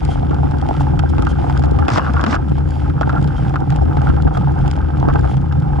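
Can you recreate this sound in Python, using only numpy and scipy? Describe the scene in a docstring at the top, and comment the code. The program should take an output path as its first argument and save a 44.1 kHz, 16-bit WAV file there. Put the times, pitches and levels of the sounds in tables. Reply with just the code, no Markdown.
"""A road bike rolls over coarse asphalt, heard by a cased camera fixed beside the front tyre.
Road and wind shake fork and frame into a rumble that throbs at each jolt; chatter and hiss swell as
the wheel turns. The case knocks over bumps and ticks with grit, and rubber swishes lightly.
As the wheel is steered across, the tyre scrapes and groans on the case for half a second."""
import sys
import numpy as np
from scipy import signal
from scipy.fft import rfft, irfft
from scipy.io import wavfile
from scipy.ndimage import uniform_filter1d

SR = 44100
rng = np.random.default_rng(int(sys.argv[2]) if len(sys.argv) > 2 else 0)


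def transcribe(signal):
    """Save signal, clipped to [-1, 1], as a 16-bit WAV file at the path in sys.argv[1]."""
    frames = np.atleast_2d(signal).T
    limited = np.clip(frames, -1, 1)
    pcm = np.round(limited * 32767).astype(np.int16)
    wavfile.write(sys.argv[1], SR, pcm)


N = 255780
TIME = np.arange(N) / SR
FROM_MIDDLE_S = TIME - TIME.mean()

# Modes of the case's walls and lid; it rocks, so the two sides move out of step. Each row: pitch in Hz,
# level in dB, nominal t60 in seconds, left phase lead in radians, left over right in dB.
WALL_MODES = [(285, -1, 0.039, 0.82, 1.5), (462.7, -6, 0.064, 2.37, -3.5), (634, 1.5, 0.022, 2.36, -1.5),
              (701, -0.5, 0.046, 2.48, -1.5), (800, -0.5, 0.028, 2.04, -8), (850, -6, 0.033, 1.2, 1)]
LID_MODES = [(1030, 1.5, 0.015, 1.45, 12), (1194, 0, 0.043, 0.95, -4.5), (1312.4, -1.5, 0.043, 0.9, -5),
             (1390, 1.5, 0.022, 0.41, 3.5), (1603, -7.5, 0.038, 1.16, -7), (1996, -13, 0.011, 8, -11.5),
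             (2610, -16, 0.013, 2.2, -16.5)]


def gain_of(db):
    """Decibels to amplitude."""
    return 10 ** (np.asarray(db) / 20)


def unit_rms(x):
    """Scales to rms 1."""
    return x / np.sqrt(np.mean(abs(x) ** 2) + 1e-20)


def levels(curve):
    """The dB columns of a curve as gains at every sample."""
    times, *columns = np.transpose(curve)
    return [gain_of(np.interp(TIME, times, db)) for db in columns]


def add(mix, start_s, sound):
    """Mixes a sound in at its start time."""
    part = mix[..., max(round(start_s * SR), 0):][..., :sound.shape[-1]]
    part += sound[..., :part.shape[-1]]


def response(spectrum, size=8192):
    """Minimum-phase impulse response of a spectrum that rolls off past both ends, energy 1."""
    hz, db = np.transpose(spectrum)
    log_hz = np.log(abs(np.fft.fftfreq(size, 1 / SR)) + 1)
    outside = np.maximum(np.log(hz[0]) - log_hz, 0) + np.maximum(log_hz - np.log(hz[-1]), 0)
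    curve_db = np.interp(log_hz, np.log(hz), db) - 40 * outside
    log_gain = np.log(gain_of(np.maximum(curve_db, -100)))
    taps = np.fft.ifft(np.exp(np.conj(signal.hilbert(log_gain)))).real[:size // 2]
    return taps / np.linalg.norm(taps)


def colour(x, spectrum):
    """Filters each channel by a spectrum, rms 1."""
    return unit_rms(signal.oaconvolve(np.atleast_2d(x), response(spectrum)[None], axes=1)[:, :N])


def mics(lead, pan_db):
    """Complex gains of the left and right microphone; the left leads by `lead` radians."""
    left = gain_of(pan_db / 2) * np.exp(0.5j * lead)
    return np.array([[left], [1 / left]])


def stereo(make, width):
    """Two channels that share one signal and each have a part of their own."""
    return unit_rms(make() + width * np.array([make(), make()]))


def noise():
    """White noise."""
    return rng.standard_normal(N)


def grains(per_s, spread_db):
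    """Random small impacts of either sign, a few much larger than the rest."""
    strength = gain_of(spread_db * np.minimum(rng.exponential(1, N), 3.5))
    return unit_rms(strength * rng.choice([-1, 1], N) * (rng.random(N) < per_s / SR))


def waver(cutoff_hz):
    """Slow random drift, rms 1."""
    knots = np.arange(0, TIME[-1] + 1, 1 / 40)
    hz = np.fft.rfftfreq(len(knots), knots[1])
    drift = irfft(rfft(rng.standard_normal(len(knots))) / (1 + (hz / cutoff_hz) ** 4), len(knots))
    return unit_rms(np.interp(TIME, knots, drift))


def coarseness():
    """How rough the asphalt under the tyre is from moment to moment, rms 1."""
    # The road surface. Each row: time in seconds, relative roughness in dB.
    asphalt = [(0.0, -40), (0.32, -34.5), (0.64, -35), (1.47, -33.5), (1.9, -32), (2.08, -35), (2.18, -41),
               (2.32, -33.5), (2.74, -39), (3.16, -32.5), (3.44, -36), (4.1, -31.5), (4.85, -35.5),
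               (5.17, -30), (5.38, -36.5), (5.8, -34)]
    return unit_rms(levels(asphalt)[0] * gain_of(0.54 * waver(7.7)))


def shake(rise_s=0.041, fall_s=0.08, half_lull_s=0.024):
    """Strength of fork bounce and frame ring: a wavering base, a throb at each jolt, and brief lulls."""
    # Each row of all three: time in seconds, fork in dB, frame in dB.
    base = [(0.0, -18.5, -25.5), (0.4, -16, -16.5), (0.6, -18.5, -24), (1.44, -16, -21.5), (1.57, -16, -17),
            (1.71, -16, -20), (1.82, -17.5, -28), (2.16, -19, -24.5), (2.67, -18.5, -24.5),
            (3.42, -20.5, -18), (3.83, -23, -22), (4.07, -14.5, -18), (4.51, -22, -18.5),
            (4.81, -16.5, -26), (5.06, -17, -21), (5.8, -18, -20.5)]  # shaking between jolts
    jolts = [(.06, -21.5, -23.5), (.42, -24, -27.5), (.80, -31.5, -17), (0.92, -26.5, -18.5),
             (0.999, -22.5, -20.5), (1.62, -21, -20.5), (1.761, -11.5, -22.5), (2.149, -16, -26.5),
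             (2.508, -24, -18.5), (2.63, -19.5, -24), (2.86, -17, -24), (3.07, -22.5, -24.5),
             (3.209, -18, -14), (3.441, -30, -16.5), (3.70, -33.5, -15), (3.82, -10.5, -27),
             (3.99, -16, -14), (4.079, -11, -22), (4.259, -11.5, -25.5), (4.42, -21.5, -15),
             (4.51, -20, -23), (4.641, -14.5, -15), (4.981, -26, -17), (5.109, -18.5, -20),
             (5.21, -12.5, -30.5), (5.362, -29.5, -14), (5.58, -25.5, -16.5), (5.729, -17.5, -24)]  # dips in the road
    lulls = [(0.59, -0.5, 0), (0.75, -5.5, -3), (1.08, 0, -3.5), (1.46, -9, 3), (1.9, -15, -6),
             (2.0, -10, 2), (2.26, -5, -2), (2.98, -12, 6), (3.36, 0.5, -11.5), (3.65, 2, -8),
             (4.04, -6, -2.5), (4.2, -1.5, -1.5), (4.33, -9, -7), (4.43, -4.5, -2), (4.9, -4, -3.5),
             (5.33, -13, -1.5), (5.45, -1, -2), (5.641, -9.5, 2)]  # gain changes where fork, frame or both drop away
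    t = TIME[::100]
    wavering = gain_of(-0.6 + 0.9 * np.array([waver(7), waver(7)]))
    power = (np.array(levels(base)) * wavering)[:, ::100] ** 2
    for at, *db in jolts:
        throb = np.exp(-((t - at) / np.where(t < at, rise_s, fall_s)) ** 2)
        power += np.outer(gain_of(db), 1.06 * throb) ** 2
    lull_db = sum(np.outer(db, np.exp(-((t - at) / half_lull_s) ** 2)) for at, *db in lulls)
    return [np.interp(TIME, t, strength) for strength in np.sqrt(power) * gain_of(lull_db)]


def sway(spectrum, steadiness):
    """A low resonant rumble shaken at random, its loudness held nearly steady."""
    swing = signal.hilbert(colour(noise(), spectrum)[0])
    power = uniform_filter1d(uniform_filter1d(abs(swing) ** 2, size=1700), size=1700)
    return np.sqrt(2) * unit_rms(swing / (power + 0.02) ** (steadiness / 2))


def rumble():
    """The fork bounces and the frame hums, nearly alike at both microphones."""
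    # Their resonances. Each row: frequency in Hz, relative density in dB.
    fork_spectrum = [(16, -47.5), (31, -21.5), (43, -5.5), (57, 0), (75, 6.5), (85, 3), (101, -11),
                     (131, -12.5), (240, -69)]
    frame_spectrum = [(74, -45), (108, -17), (127, -6.5), (139.5, 2), (154, -5), (178, -15), (228, -29),
                      (288, -30.5), (380, -47.5)]
    fork, frame = shake()
    bounce = gain_of(0.04) * fork * (mics(0.51, 3.7) * sway(fork_spectrum, steadiness=0.75)).real
    hum = gain_of(0.68) * frame * (mics(1.0, -1.1) * sway(frame_spectrum, steadiness=0.87)).real
    return bounce, hum


def mount_burr(coarse, fade_db_per_s=0.8):
    """The road shakes the camera's arm into an uneven low burr that eases off along the way."""
    # The arm's resonance. Each row: frequency in Hz, relative density in dB.
    arm_spectrum = [(150, -16.5), (200, -1), (255, 0.5), (300, 0.5), (400, -16)]
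    burr = colour(noise() * gain_of(2.0 * waver(12)), arm_spectrum)
    return gain_of(-36.5 - fade_db_per_s * FROM_MIDDLE_S) * coarse ** 0.4 * burr


def rocking_and_wind(shaking, coarse, fade_db_per_s=0.7):
    """The camera rocks in its case, pushing one microphone and pulling the other, over steady wind."""
    # The tone of both buzz and wind. Each row: frequency in Hz, relative density in dB.
    spectrum = [(42, -28.5), (112, -5), (172, -2.5), (255, 1.5), (335, 0), (425, -13), (555, -9.5),
                (690, -35.5), (990, -31), (1900, -50.5)]
    # The camera bottoms out in its case. Each row: time in seconds, peak in dB.
    thuds = [(0.312, -4), (1.195, -3.5), (1.721, 1.5), (2.241, -7), (2.271, -8), (2.52, -4), (3.076, -6),
             (3.141, -8), (3.624, -5), (4.137, -7), (4.256, -8), (5.081, 0), (5.156, -3)]
    crests = unit_rms((0.46 + unit_rms(shaking.mean(0)) ** 2) ** 0.74 * coarse ** 0.55)
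    easing = gain_of(-23.0 - fade_db_per_s * FROM_MIDDLE_S)  # the bike straightens
    buzz = easing * colour(noise() * crests, spectrum)[0]
    t = np.arange(-256, 256) / SR
    widths = t / 0.00082
    thud = (1 - widths ** 2) * np.exp(-widths ** 2 / 2)
    for at, db in thuds:
        add(buzz, at + t[0], rng.choice([-1, 1]) * gain_of(db) * thud)
    wind = gain_of(-30.5) * colour(np.array([noise(), noise()]), spectrum)
    return np.array([buzz, -buzz]) + wind


def favour(modes, pitch_hz, boost_db):
    """The place of a blow brings out the modes near one pitch."""
    return [(hz, db + boost_db * np.exp(-(np.log(hz / pitch_hz) / 0.053) ** 2), *rest)
            for hz, db, *rest in modes]


def case_ring(modes, damping, detuning, scatter_db=1.2):
    """One blow on the case: each place of impact weighs and detunes the modes differently."""
    t, out = np.arange(2048) / SR, 0
    for hz, db, t60, lead, pan_db in modes:
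        weight, detune, skew = rng.standard_normal(3)
        envelope = gain_of(db + scatter_db * weight - 60 * damping * t / t60)
        cycles = hz * (1 + detuning * detune) * t + rng.random()
        out += (mics(lead + 0.16 * skew, pan_db) * envelope * np.exp(2j * np.pi * cycles)).real
    out *= 1 - np.exp(-(t / 0.00053) ** 2)  # the padded mount softens the attack
    return out / abs(out).max()


def chatter(modes, per_s, spread_db, detuning, places):
    """A stream of small blows jogs the case at several places, each with its own ring."""
    blows, place = grains(per_s, spread_db), rng.integers(0, places, N)
    out = 0
    for k in range(places):
        ring = case_ring(modes, damping=1.07, detuning=detuning, scatter_db=4.5)
        out += signal.oaconvolve((blows * (place == k))[None], ring, axes=1)[:, :N]
    return unit_rms(out)


def wheel_swell(once_db, twice_db, turns_per_s=1.4, turns_per_s2=0.052):
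    """Gain of the tyre as it gathers speed: its gritty side comes once a turn, its oval presses twice."""
    turns = turns_per_s * (TIME - 0.046) + turns_per_s2 * TIME ** 2 / 2
    gritty_side = np.cos(2 * np.pi * turns)
    oval = np.cos(4 * np.pi * (turns - 0.069))
    return gain_of(once_db * gritty_side + twice_db * oval)


def rolling(coarse, fade_db_per_s=0.48):
    """Stones set the case chattering, the tread hisses and fine grit crackles, swelling with the wheel."""
    # Tread hiss and grit crackle. Each row: frequency in Hz, relative density in dB.
    hiss_spectrum = [(520, -5), (1250, -2), (2050, 7), (2650, 0.5), (3250, -1), (4150, -7.5), (5150, -3.5),
                     (6150, -10), (7150, -10), (8600, -13.5), (10900, -15)]
    grit_spectrum = [(700, -8), (1300, 0), (2100, 3.5), (2700, 4), (3250, 6.5), (4150, -5), (5100, -4),
                     (6200, -15.5), (7200, -15.5), (8600, -19.5), (10900, -23)]
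    wall_modes = favour(WALL_MODES, 800, boost_db=2.0)
    walls = gain_of(-28.5) * chatter(wall_modes, per_s=170, spread_db=1.56, detuning=0.014, places=5)
    lid = gain_of(-37.5) * chatter(LID_MODES, per_s=260, spread_db=3.5, detuning=0.033, places=8)
    tread = gain_of(-52.5) * colour(stereo(noise, width=1.0), hiss_spectrum)
    grit = gain_of(-52) * colour(stereo(lambda: grains(150, 4.3), width=0.75), grit_spectrum)
    fading = gain_of(-fade_db_per_s * FROM_MIDDLE_S)  # the tyre rolls away from the gritty verge
    return (walls * coarse ** 0.92 * wheel_swell(1.0, 0.34)
            + lid * coarse ** 1.08 * wheel_swell(1.0, 0.5)
            + (tread + grit) * fading * coarse ** 0.36 * wheel_swell(2.4, 1.8))


def click(tilt_db_per_octave, fizz_s):
    """A hard contact followed by a short fizz of dense high modes."""
    # The contact's tone before the tilt. Each row: frequency in Hz, relative density in dB.
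    spectrum = [(620, -15.5), (1450, 7.5), (2250, 4.5), (3250, 5.5), (4150, 1), (5050, 3.5), (6150, -5),
                (7250, -2.5), (8600, -12), (10900, -15.5)]
    tilted = [(hz, db + tilt_db_per_octave * np.log2(hz / spectrum[0][0])) for hz, db in spectrum]
    t = np.arange(800) / SR
    fizz = rng.standard_normal(len(t)) + 1.87 * rng.standard_normal((2, len(t)))
    drive = (t == 0) + 0.23 * fizz * np.exp(-t / fizz_s)
    out = signal.fftconvolve(drive, response(tilted, size=1024)[None], axes=1)
    return out / abs(out).max()


def knocks():
    """Bumps clack the mount: the walls ring with a crack; lid and click sound, then rebound softly."""
    # Each row: start in seconds, relative levels of walls, lid and click in dB, favoured pitch in Hz.
    bumps = [(0.018, -15.5, -28, -50, 800), (0.088, -11, -39.5, -46, 760), (0.157, -12, -38, -49, 843),
             (0.228, -14, -42, -37, 700), (0.309, -14, -22, -33, 660), (0.372, -21.5, -44, -48, 825),
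             (0.432, -11, -40, -40, 826), (0.626, -11.5, -44, -51, 800), (0.657, -13.5, -43, -52, 875),
             (0.689, -7, -33, -51, 870), (0.71, -7, -33, -53, 830), (0.75, -23, -41, -54, 805),
             (0.808, -10, -23, -45, 860), (0.867, -17.5, -36, -40, 840), (0.992, -13.5, -19, -20.5, 800),
             (1.036, -4, -34, -50, 800), (1.182, -12, -16, -28.5, 860), (1.222, -19, -16.5, -42, 850),
             (1.268, -11, -9.5, -28, 800), (1.386, -11.5, -38, -48, 826), (1.441, -11.5, -36, -45, 862),
             (1.498, -10, -34, -23.5, 847), (1.637, -10.5, -18.5, -25.5, 680),
             (1.788, -12, -13.5, -25, 790), (1.825, -30, -11.5, -42, 1330), (1.8823, -2, -7.5, -14, 940),
             (1.902, -14, -8, -21, 990), (1.975, -4, -16, -20, 676), (1.981, -5.5, -17, -15.5, 620),
             (2.046, -29, -12.5, -32, 1390), (2.065, -24, -9.5, -32, 1390), (2.081, -26, -14.5, -40, 1210),
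             (2.095, -16, -15, -44, 706), (2.14, -13, -18, -43, 720), (2.167, -24, -7.5, -37, 1300),
             (2.205, -14, -14, -48, 720), (2.2393, -13, -6, -15.5, 630), (2.264, -12.5, -10.5, -16.5, 700),
             (2.328, -12, -6.5, -20, 700), (2.344, -8, -12, -20, 720), (2.362, -17, -11, -46, 1240),
             (2.581, -15, -28, -37, 832), (2.898, -29, -21.5, -32, 644), (3.011, -4, -9.5, -23, 750),
             (3.031, -29, -9, -33, 1390), (3.075, -15, -26, -46, 827), (3.094, -13, -6.5, -24.5, 1123),
             (3.131, -11, -20, -46, 734), (3.162, -15, -13.5, -47, 1320), (3.172, -22, -14, -47, 1390),
             (3.54, -12, -16, -34, 764), (3.558, -30, -5, -29.5, 1350), (3.723, -10, -35, -29, 805),
             (3.821, -8.5, -41, -48, 760), (3.918, -19.5, -35, -48, 840), (3.97, -9, -26, -28, 842),
             (4.018, -10, -18, -44, 823), (4.07, -38, -11.5, -33, 1330), (4.1, -27, -10.5, -55, 1370),
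             (4.17, -13, -20, -48, 825), (4.275, -6.5, -13, -33, 824), (4.349, -24, -18, -37, 1310),
             (4.369, -12, -16, -36, 700), (4.473, -14.5, -29, -50, 845), (4.574, -18, -34, -44, 843),
             (4.676, -12.5, -40, -44, 800), (4.776, -13.5, -43, -49, 830), (4.981, -25, -36, -53, 840),
             (5.028, -6.5, -20, -37, 850), (5.086, -7, -10, -32, 1190), (5.099, -24, -11.5, -34, 1240),
             (5.157, -14, -12.5, -29.5, 624), (5.251, -10.5, -28, -31, 700),
             (5.524, -23, -17.5, -32.5, 1380)]
    out, t = np.zeros((2, N)), np.arange(400) / SR
    crack = (mics(0.79, -1.0) * np.exp(2j * np.pi * 950 * t)).imag * np.exp(-t / 0.00099)
    for start, wall_db, lid_db, click_db, hz in bumps:
        walls = case_ring(favour(WALL_MODES, hz, boost_db=12.3), damping=0.7, detuning=0.012)
        add(out, start, gain_of(wall_db + 0.5) * walls)
        add(out, start, gain_of(click_db + 5.0) * crack)
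        for delay, rebound_db in ((0, 0), (rng.uniform(0.00312, 0.01), -6.5)):
            lid = case_ring(favour(LID_MODES, hz, boost_db=8.6), damping=0.81, detuning=0.047)
            add(out, start + delay, gain_of(lid_db + rebound_db - 1.5) * lid)
            add(out, start + delay, gain_of(click_db + rebound_db + 5.0) * click(-6.5, fizz_s=0.003))
    return out


def grit_ticks(ping_hz=3270, scatter=0.02):
    """Grit flung off the tyre strikes the bike and the case, each piece with its own brief ping."""
    # Each row: start in seconds, relative level in dB.
    strikes = [(0.0506, -25.5), (0.3446, -30), (0.5117, -34), (0.5853, -30), (0.615, -29), (0.688, -23.5),
               (0.7735, -41), (0.9929, -22.5), (1.1493, -37), (1.2222, -23.5), (1.251, -28.5),
               (1.3663, -43), (1.5628, -33), (1.5754, -24.5), (1.5944, -27), (1.625, -32), (1.6376, -35),
               (1.647, -31.5), (1.657, -32), (1.712, -30.5), (1.7936, -34), (1.902, -21), (2.1363, -24.5),
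               (2.212, -25), (2.239, -32), (2.4947, -36), (2.5837, -35), (2.6898, -36), (2.707, -31),
               (3.019, -28), (3.0823, -41), (3.1814, -44), (3.215, -35), (3.227, -30), (3.2429, -30.5),
               (3.275, -29), (3.4946, -34.5), (3.604, -34), (3.7032, -23.5), (3.761, -26), (4.0174, -28.5),
               (4.2223, -24.5), (4.374, -25.5), (4.5203, -41), (4.5894, -35), (4.6785, -24), (4.7127, -23),
               (4.735, -35), (4.7645, -34), (4.977, -37), (5.0, -29), (5.1377, -27), (5.193, -30),
               (5.211, -34), (5.369, -33.5), (5.415, -37), (5.6015, -35)]
    out, t = np.zeros((2, N)), np.arange(400) / SR
    for start, db in strikes:
        hz = ping_hz * (1 + scatter * rng.standard_normal())
        ping = np.sin(2 * np.pi * hz * t) * np.exp(-t / 0.0029)
        add(out, start, gain_of(db + 2.5) * click(0.58, fizz_s=0.0019))
        add(out, start, gain_of(db - 13.5) * ping)
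    return out


def squeak(hz, steady_cycles=15):
    """A fuzzy whistle that holds its phase only briefly, so its band is wider the higher it is."""
    span = round(steady_cycles * SR / hz)
    flutter = uniform_filter1d(uniform_filter1d(stereo(noise, width=0.32), size=span), size=span)
    return unit_rms(flutter) * np.cos(2 * np.pi * hz * TIME)


def swishes():
    """Rubber rubs lightly, swelling and stopping, with a squeak and its overtones inside the swish."""
    # Each row: start and length in seconds, relative levels of rub and squeak in dB,
    # squeak pitch in Hz, overtone trim in dB.
    touches = [(0.083, 0.078, -50.5, -41, 3250, -16), (0.794, 0.035, -48, -50, 2700, -11),
               (1.087, 0.021, -49.5, -53, 5200, -3), (1.28, 0.05, -48.5, -40.5, 3190, -16),
               (1.984, 0.1, -65, -44.5, 2850, -20), (2.644, 0.15, -66, -60.5, 3330, 2.5),
               (3.361, 0.038, -55, -47, 3180, -20), (3.806, 0.042, -60, -51, 5360, -10),
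               (4.328, 0.045, -54, -47.5, 3270, -14), (5.274, 0.068, -55.5, -48, 3250, -11)]
    # The rub's tone. Each row: frequency in Hz, relative density in dB.
    rub_spectrum = [(1550, -13), (2650, -2.5), (3250, 2.5), (4250, -3), (5350, -2), (6750, -5),
                    (8400, -10.5), (10900, -14.5)]
    # The squeak's overtones. Each row: multiple of the pitch, relative level in dB.
    partials = [(1.41, -2.5), (2.15, -7.5), (2.97, -8.5)]
    rub, out = colour(stereo(noise, width=0.77), rub_spectrum), np.zeros((2, N))
    for start, length, rub_db, squeak_db, hz, overtones_db in touches:
        swell = np.zeros(N)
        add(swell, start, signal.windows.tukey(round(length * SR), 0.6))
        overtones = sum(gain_of(overtones_db + db) * squeak(hz * multiple) for multiple, db in partials)
        out += swell * (gain_of(rub_db + 3.5) * rub + gain_of(squeak_db) * (squeak(hz) + overtones))
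    return out


def scrape():
    """The tread sticks and slips on the case: a judder rattles the lid, and hard pressure rasps."""
    # The tyre's contact. Each row: time in seconds, judder in dB, rasp in dB.
    contact = [(1.9, -52, -54), (1.921, -25, -33), (1.98, -22, -31), (1.992, -22, -49), (2.13, -39, -59),
               (2.18, -26, -48), (2.255, -27.5, -55), (2.293, -29, -35), (2.355, -28, -34),
               (2.384, -49, -86)]
    # Coarse judder and bright rasp. Each row: frequency in Hz, relative density in dB.
    judder_spectrum = [(62, -25), (155, 6), (245, 7), (385, -5), (515, -2), (730, -2), (1020, -4),
                       (1370, -3), (1680, -8.5), (2150, -31), (3450, -30)]
    rasp_spectrum = [(720, 2), (1550, 12.5), (2150, 9.5), (2750, 6), (3950, 6), (5150, 6), (6150, 1.5),
                     (7250, -2), (8900, -11), (10900, -22)]
    # High modes of the case that the tread sets singing, in rows like WALL_MODES.
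    rim_modes = [(2040, 0, 0.034, 1.4, -1), (2770, 3, 0.046, 1.0, 1), (3330, 0, 0.04, 1.3, -3),
                 (4700, -7, 0.05, 0.9, -2), (4860, 0, 0.078, 1.1, -1), (5170, -1.5, 0.057, 1.1, -3),
                 (5510, -8.5, 0.055, 1.2, 0), (7160, -5, 0.03, 1.0, -2)]
    judder, rasp = levels(contact)
    touching = (TIME > contact[0][0]) & (TIME < contact[-1][0])
    slips = gain_of(3.5) * colour(stereo(lambda: grains(330, 4.4), width=9.3), judder_spectrum)
    rattle = chatter(LID_MODES, per_s=200, spread_db=5.2, detuning=0.039, places=3)
    fizz = colour(stereo(lambda: grains(650, 2.5), width=1.0), rasp_spectrum)
    singing = gain_of(-8.0) * chatter(rim_modes, per_s=500, spread_db=4.0, detuning=0.0022, places=2)
    return touching * (judder * (slips + rattle + gain_of(-16.0) * singing) + rasp * (fizz + singing))


def groans(jitter=0.087, db_per_harmonic=-17.5):
    """The rubber grabs the case: for a few cycles its slips fall into step at a low, gliding pitch."""
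    # Each row: start and length in seconds, level in dB, first and last pitch in Hz.
    grabs = [(1.908, 0.049, -12, 138.6, 114), (2.09, 0.025, -16.5, 245, 265),
             (2.235, 0.019, -13.5, 293, 295), (2.26, 0.048, -13, 191, 253), (2.319, 0.031, -17, 310, 260)]
    out = np.zeros((2, N))
    for start, length, db, first_hz, last_hz in grabs:
        span = round(length * SR)
        uneven = unit_rms(uniform_filter1d(noise(), size=150))[:span]
        hz = np.linspace(first_hz, last_hz, span) * (1 + jitter * uneven)
        cycles = np.cumsum(hz) / SR + rng.random()
        slips = sum(gain_of(db_per_harmonic * (k - 1)) * np.exp(2j * np.pi * k * cycles)
                    for k in range(1, 5))
        add(out, start, gain_of(db) * signal.windows.tukey(span, 0.7) * (mics(0.75, 1.0) * slips).real)
    return out


def scene():
    """Everything reaches the microphones through the mount and the case."""
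    bounce, hum = rumble()
    coarse = coarseness()
    shaking = bounce + 0.4 * hum  # the frame rocks the camera less than the fork does
    low_end = bounce + hum + mount_burr(coarse) + rocking_and_wind(shaking, coarse)
    return low_end + rolling(coarse) + knocks() + grit_ticks() + scrape() + groans() + swishes()


def record(dry):
    """The camera's limiter eases the strongest swings, peaks clip, and the top treble is cut."""
    threshold_db, recovery_db_per_s, share_removed = -8, 107, 0.54
    level_db = 20 * np.log10(abs(dry.mean(0)) + 1e-9)
    recovery_db = TIME * recovery_db_per_s
    envelope_db = np.maximum.accumulate(level_db + recovery_db) - recovery_db
    excess_db = uniform_filter1d(np.maximum(envelope_db - threshold_db, 0), size=90)
    limited = np.clip(dry / gain_of(share_removed * excess_db), -1, 1)
    lowpass = signal.firwin(301, cutoff=11150, window=("kaiser", 8), fs=SR)
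    return signal.oaconvolve(limited, lowpass[None], "same")


dry = scene()
out = record(dry)
transcribe(out)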